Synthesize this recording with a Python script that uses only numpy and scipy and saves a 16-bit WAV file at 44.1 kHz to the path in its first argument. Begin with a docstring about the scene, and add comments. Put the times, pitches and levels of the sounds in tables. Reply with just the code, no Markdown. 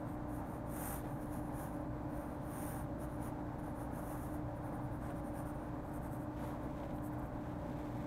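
"""A graphite pencil sketches in short strokes on a page of a spiral-bound book, close to a small microphone.
The lead slips over the paper's tooth: noise filtered into a fine hiss, its resonances shifting
from stroke to stroke, over a dull thrum of the pad. The hand slides on the page as a soft noise rustle,
and a few light ticks ring as damped noise bursts. Behind it all is a quiet room with a short noise tail,
a fan made of filtered noise, and wavering tones of motor and mains."""
import sys
import numpy as np
from scipy import signal
from scipy.fft import rfft, irfft, next_fast_len
from scipy.io import wavfile

SR = 44100
rng = np.random.default_rng(int(sys.argv[2]) if len(sys.argv) > 2 else 0)


def dump_mix(stems):
    """Bounce the given channels to the path in sys.argv[1] as a 16-bit WAV at rate SR."""
    frames = np.atleast_2d(stems).T  # one column per channel
    limited = np.clip(frames, -1, 1)  # hard clip at full scale
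    pcm = np.round(limited * 32767).astype(np.int16)
    wavfile.write(sys.argv[1], SR, pcm)


N = 355840  # samples

# Pencil strokes close to the microphone.
# Each row: start in seconds, length in seconds, level in dB before the hiss and thrum offsets.
PENCIL_STROKES = [(-0.048, 0.097, -75), (0.02, 0.17, -70), (0.251, 0.19, -64.5), (0.4, 0.23, -68),
                  (0.631, 0.41, -49.5), (1, 0.207, -68.5), (1.156, 0.149, -65.0), (1.269, 0.158, -60),
                  (1.381, 0.15, -68.5), (1.496, 0.22, -57.5), (1.668, 0.14, -68.5), (1.783, 0.06, -75.0),
                  (2.043, 0.27, -66.5), (2.233, 0.165, -71.5), (2.367, 0.46, -55), (2.72, 0.15, -63),
                  (2.971, 0.11, -60.5), (3.05, 0.16, -69.0), (3.176, 0.15, -59), (3.578, 0.037, -69),
                  (3.587, 0.16, -68), (3.72, 0.17, -63.5), (3.893, 0.15, -62.5), (3.974, 0.1, -70),
                  (4.002, 0.2, -59), (4.129, 0.2, -62), (4.286, 0.11, -64.5), (4.542, 0.059, -72.5),
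                  (4.598, 0.13, -69.5), (4.708, 0.083, -68.5), (4.795, 0.093, -72.0), (4.888, 0.11, -71),
                  (4.972, 0.16, -67), (5.088, 0.045, -68.0), (5.124, 0.107, -67.5), (5.214, 0.12, -66.5),
                  (5.312, 0.14, -60), (5.433, 0.1, -62.5), (5.526, 0.058, -70.0), (5.54, 0.18, -73),
                  (5.805, 0.144, -74), (5.907, 0.098, -64.5), (5.997, 0.11, -66.5), (6.084, 0.11, -64),
                  (6.168, 0.1, -69.0), (6.342, 0.23, -67.0), (6.599, 0.091, -73), (6.913, 0.099, -70.5),
                  (7.006, 0.101, -62.5), (7.105, 0.059, -72), (7.173, 0.039, -69), (7.214, 0.038, -71.5),
                  (7.238, 0.049, -72.5)]
# Three resonances of lead and sheet, then an antiresonance.
# Each row: half width in Hz, lift in dB before the grip's depth factor.
LEAD_RESONANCES = [(500, 8.5), (470, 4.5), (630, 9), (424, -5.5)]
# Scrape of the lead under its resonances. 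Each row: frequency in Hz, relative density in dB per Hz.
SCRAPE_SPECTRUM = [(1500, -2.5), (3600, -17.5), (4600, -22), (5400, -14), (6400, -8.5), (7100, -7),
                   (7700, -11.5), (8800, -2), (12500, -1), (14200, -5), (15700, -4)]
# The pad of paper shaken by the lead. Each row: frequency in Hz, relative density in dB per Hz.
PAD_SPECTRUM = [(200, -18), (450, -6), (650, -5.5), (800, 7), (940, -5.5), (1120, -3.5), (1330, -6.5),
                (1650, -8.5), (2100, -33), (2800, -36), (3900, -38), (5000, -75.5)]
# Skin on paper. Each row: frequency in Hz, relative density in dB per Hz.
SKIN_SPECTRUM = [(400, -7), (1000, 3.5), (2200, 1.5), (2750, -5), (3600, -5), (4600, -13), (7000, -14),
                 (8700, -14.5), (10500, -18.5), (13000, -14), (15500, -23)]
# Light ticks of the pencil and the page. Each row: start in seconds, starting level in dB, ring in Hz.
LIGHT_TICKS = [(1.936, -60, 1950), (3.593, -54, 1400), (5.103, -60.5, 3100), (6.834, -53, 2480),
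               (6.905, -62, 3500), (6.983, -58, 3100), (7.588, -68, 8600), (7.984, -66, 12000)]
# Low noise of the fan and the room, before a steeper treble cut.
# Each row: frequency in Hz, relative density in dB per Hz.
RUMBLE_SPECTRUM = [(22, -19), (38, -10), (55, -4), (78, -5), (100, -7.5), (122, -1.5), (150, -2),
                   (168, -6.5), (210, -8), (240, -4), (305, -5.5), (350, -11.5), (420, -20), (520, -49)]
# Hiss of moving air, and on top a faint raised band near 14 kHz. Each row: frequency # in Hz, relative density
# in dB per Hz.
AIR_SPECTRUM = [(330, -25), (470, -0.5), (540, -4), (680, -1), (810, 0), (930, -2.5), (1030, -4.5),
                (1270, -13), (1500, -12), (2400, -27.5), (3000, -35), (3900, -35), (5000, -39.5),
                (13900, -41.5), (14200, -35), (14600, -44)]
# Tones of the mains and the fan motor. Each row: frequency in Hz, level in dB, unsteadiness from 0 to 1.
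HUM_TONES = [(29.7, -59.5, 0.7), (59.53, -56, 0.1), (89.7, -64.5, 0.2), (119.1, -55, 0.8),
             (179.7, -62.5, 0.6), (299.7, -50.5, 0.22), (539, -64.5, .4), (565.2, -59.5, 1),
             (598, -57.5, 0.21), (1190, -71.5, 0.4)]
# The hand settles anew for each passage of the drawing.
# Each row: start in seconds, brightness in dB per octave, depth of the resonances as a factor,
# three resonances of lead and sheet in Hz, antiresonance in Hz (all four before the detuning).
HAND_GRIPS = [(-0.1, -6, 1.1, 8500, 12400, 13400, 5900), (0.22, -2.5, 0.9, 9350, 12600, 13650, 15700),
              (1.14, -5, .85, 9740, 11200, 13300, 8270), (1.95, -5, 1.1, 9260, 12550, 14000, 7500),
              (2.92, -7.5, 1.2, 9620, 11500, 13950, 7700), (3.88, -4, 0.78, 9850, 11100, 12800, 10800),
              (4.48, -3, 1.1, 9400, 11200, 14250, 7000), (4.98, -9, 1.1, 8280, 9500, 12800, 15300),
              (5.09, -8, 1.1, 9200, 11700, 14150, 6700), (5.76, -2, 1.3, 8150, 10500, 13300, 14950),
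              (6.3, -5, .9, 9400, 11200, 12400, 10000), (6.85, 2, 1.2, 8000, 11280, 13900, 15400)]
# The hand slides to a new place on the page. Each row: start in seconds, length in seconds, level in dB.
HAND_SLIDES = [(.68, 0.46, -66), (2.05, .9, -72.5), (4.95, 0.28, -70), (5.45, 0.4, -73), (6.3, 0.29, -62),
               (6.54, 0.44, -65.5), (7.345, .22, -68), (7.5, 0.53, -64), (7.92, 0.33, -61)]

# The longer the movement, the later in it the hand is fastest: share of its length.
FASTEST_SHARE, FASTEST_SHARE_PER_S, FASTEST_SHARE_MAX = 0.48, 0.43, 0.7
DETUNE = 0.013  # the tip turns a little from stroke to stroke: resonances shift by up to this share
RESTING_DB = -75  # the hand never lies quite still
EDGE_HZ = 15750  # upper band limit at the microphone


def gain_of(db):
    """Decibels to amplitude."""
    return 10 ** (np.asarray(db) / 20)


def evened(x):
    """Scales to unit rms."""
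    return x / np.sqrt(np.mean(x ** 2) + 1e-20)


def read(points, hz):
    """A spectrum joined by straight lines over log frequency."""
    f, value = np.transpose(points)
    return np.interp(np.log(hz + 1), np.log(f + 1), value)


def bins(size):
    """Frequencies of the spectrum of a sound of this many samples."""
    return np.fft.rfftfreq(size, 1 / SR)


def colour(x, db):
    """Filters by a gain for each frequency; unit rms."""
    return evened(irfft(rfft(x) * gain_of(db), len(x)))


def drift(hz):
    """Random wandering of unit rms, mostly slower than hz."""
    lowpass = 1 / (1 + (bins(N) / hz) ** 4)
    return evened(irfft(rfft(rng.standard_normal(N)) * lowpass, N))


def add(mix, s, sound):
    """Mixes a sound in at time s, trimmed to the length of the mix."""
    at = round(s * SR)
    sound = sound[max(-at, 0):]
    part = mix[max(at, 0):][:len(sound)]
    part += sound[:len(part)]


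def sweep(length):
    """Speed 0-1 of one movement of the hand: it gathers pace, peaks and comes to rest."""
    share = np.arange(0, length, 1 / SR) / length
    fastest = min(FASTEST_SHARE + FASTEST_SHARE_PER_S * length, FASTEST_SHARE_MAX)
    return abs(np.sin(np.interp(share, [0, fastest, 1], [0, np.pi / 2, np.pi])))


def tooth(size, per_s, spread_db, smooth):
    """Tiny slips over paper fibres, a few larger than the rest, on top of even rubbing."""
    slips = (rng.random(size) < per_s / SR) * rng.choice([-1., 1.], size)
    slips *= gain_of(spread_db * np.minimum(rng.exponential(1, size), 4))
    return evened(slips) + smooth * rng.standard_normal(size)


def ripple(hz, strength=0.12, longest_s=0.005):
    """Echoes from the hand, the wire binding and the desk comb the spectrum anew at each call: dB."""
    delays = rng.uniform(longest_s / 10, longest_s, size=5)
    echoes = np.exp(-2j * np.pi * np.outer(delays, hz)).sum(0)
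    return 20 * np.log10(abs(1 + strength * echoes))


def scrape(s, hz, lowest_hz=4500):
    """Spectrum of the lead in the grip that holds at time s, tilted above lowest_hz: dB."""
    grip_index = max(sum(grip[0] <= s for grip in HAND_GRIPS) - 1, 0)
    _, bright, depth, *rings_hz = HAND_GRIPS[grip_index]
    tilt = bright * np.log2(np.maximum(hz, lowest_hz) / SR)
    db = read(SCRAPE_SPECTRUM, hz) + tilt + ripple(hz)
    for ring_hz, (width_hz, lift_db) in zip(rings_hz, LEAD_RESONANCES):
        ring_hz = ring_hz * (1 + DETUNE * rng.uniform(-1, 1))
        db = db + depth * lift_db / (1 + ((hz - ring_hz) / width_hz) ** 2)
    return db


def pencil(arch=1.83, hiss_db=1.5, thrum_db=-41.0, thrum_growth=0.27, chatter_db=0.97):
    """Each stroke speeds up and slows down; the hiss follows the speed more steeply than the pad's thrum."""
    out = np.zeros(N)
    friction = tooth(N + SR, per_s=5000, spread_db=1.5, smooth=0.71)
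    chatter = gain_of(chatter_db * drift(hz=110))  # the lead presses unevenly
    for start, length, level_db in PENCIL_STROKES:
        speed = sweep(length)
        size = next_fast_len(len(speed))
        hz = bins(size)
        slips = friction[max(round(start * SR), 0):][:size]
        lead = colour(slips, scrape(start + length / 2, hz))[:len(speed)]
        pad = colour(slips, read(PAD_SPECTRUM, hz))[:len(speed)]
        hiss = gain_of(level_db + hiss_db) * speed ** arch * lead
        # the thrum's level varies less from stroke to stroke than the hiss
        thrum = gain_of(thrum_growth * level_db + thrum_db) * speed * pad
        add(out, start, hiss + thrum)
    return out * chatter


def hand(uneven_db=0.9, slide_arch=0.68, follow_db=-18.5):
    """Skin drags over the page with a soft, slightly crackling rustle: in each slide, a little with each stroke."""
    power = np.full(N, gain_of(RESTING_DB) ** 2)
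    for start, length, level_db in HAND_SLIDES:
        add(power, start, (gain_of(level_db) * sweep(length) ** slide_arch) ** 2)
    for start, length, level_db in PENCIL_STROKES:
        add(power, start, (gain_of(level_db + follow_db) * sweep(length)) ** 2)
    friction = tooth(N, per_s=1500, spread_db=2.5, smooth=0.72)
    rustle = colour(friction, read(SKIN_SPECTRUM, bins(N)))
    return np.sqrt(power) * gain_of(uneven_db * drift(hz=25)) * rustle


def fan(rumble_db=-46.0, air_db=-51.5, flutter_db=0.9):
    """Low rumble and fluttering air as filtered noise, with mains and motor tones that waver."""
    t, hz = np.arange(N) / SR, bins(N)
    treble_cut_db = 20 * np.log10(1 + (hz / 900) ** 4)
    rumble = colour(rng.standard_normal(N), read(RUMBLE_SPECTRUM, hz) - treble_cut_db)
    air = colour(rng.standard_normal(N), read(AIR_SPECTRUM, hz))
    out = gain_of(rumble_db) * rumble
    out += gain_of(air_db + flutter_db * drift(hz=13.5)) * air
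    for tone_hz, db, unsteady in HUM_TONES:
        # complex wandering moves both strength and phase
        waver = 1 + unsteady * (drift(hz=4.9) + 1j * drift(hz=3.4)) / np.sqrt(2)
        turning = np.exp(2j * np.pi * (tone_hz * t + rng.random()))
        out += gain_of(db) * evened((waver * turning).real)
    return out


def room(x, t60=0.33):
    """A short diffuse tail from the desk and walls: decaying noise, starting after 4 ms."""
    t = np.arange(SR // 2) / SR
    tail = rng.standard_normal(len(t)) * gain_of(-60 * t / t60) * (t > 0.004)
    return signal.fftconvolve(x, tail / np.linalg.norm(tail))[:N]


def ticks(t60=0.018, width_hz=750, skirt_db=28, attack_s=0.00055):
    """Each tick is a brief, quickly damped noise burst around one resonance."""
    out, t = np.zeros(N), np.arange(2 ** 11) / SR
    for s, db, ring_hz in LIGHT_TICKS:
        ring_db = -skirt_db * np.log10(1 + ((bins(len(t)) - ring_hz) / width_hz) ** 2)
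        ring = colour(rng.standard_normal(len(t)), ring_db)
        envelope = np.minimum(t / attack_s, 1) * gain_of(db - 60 * t / t60)
        add(out, s, envelope * ring)
    return out


def scene(room_db=-17):
    """The drawing sounds close by, in the hum of the room."""
    drawing = pencil() + hand() + ticks()
    return (drawing + gain_of(room_db) * room(drawing) + fan())[None]


def record(dry):
    """The microphone drops the deepest bass; then a steep filter limits the treble."""
    thin = signal.sosfilt(signal.butter(2, 20, "high", fs=SR, output="sos"), dry)
    band_limit = signal.firwin(1023, EDGE_HZ, window=("kaiser", 9), fs=SR)
    return signal.oaconvolve(thin, band_limit[None], "same")


dry = scene()
out = record(dry)
dump_mix(out)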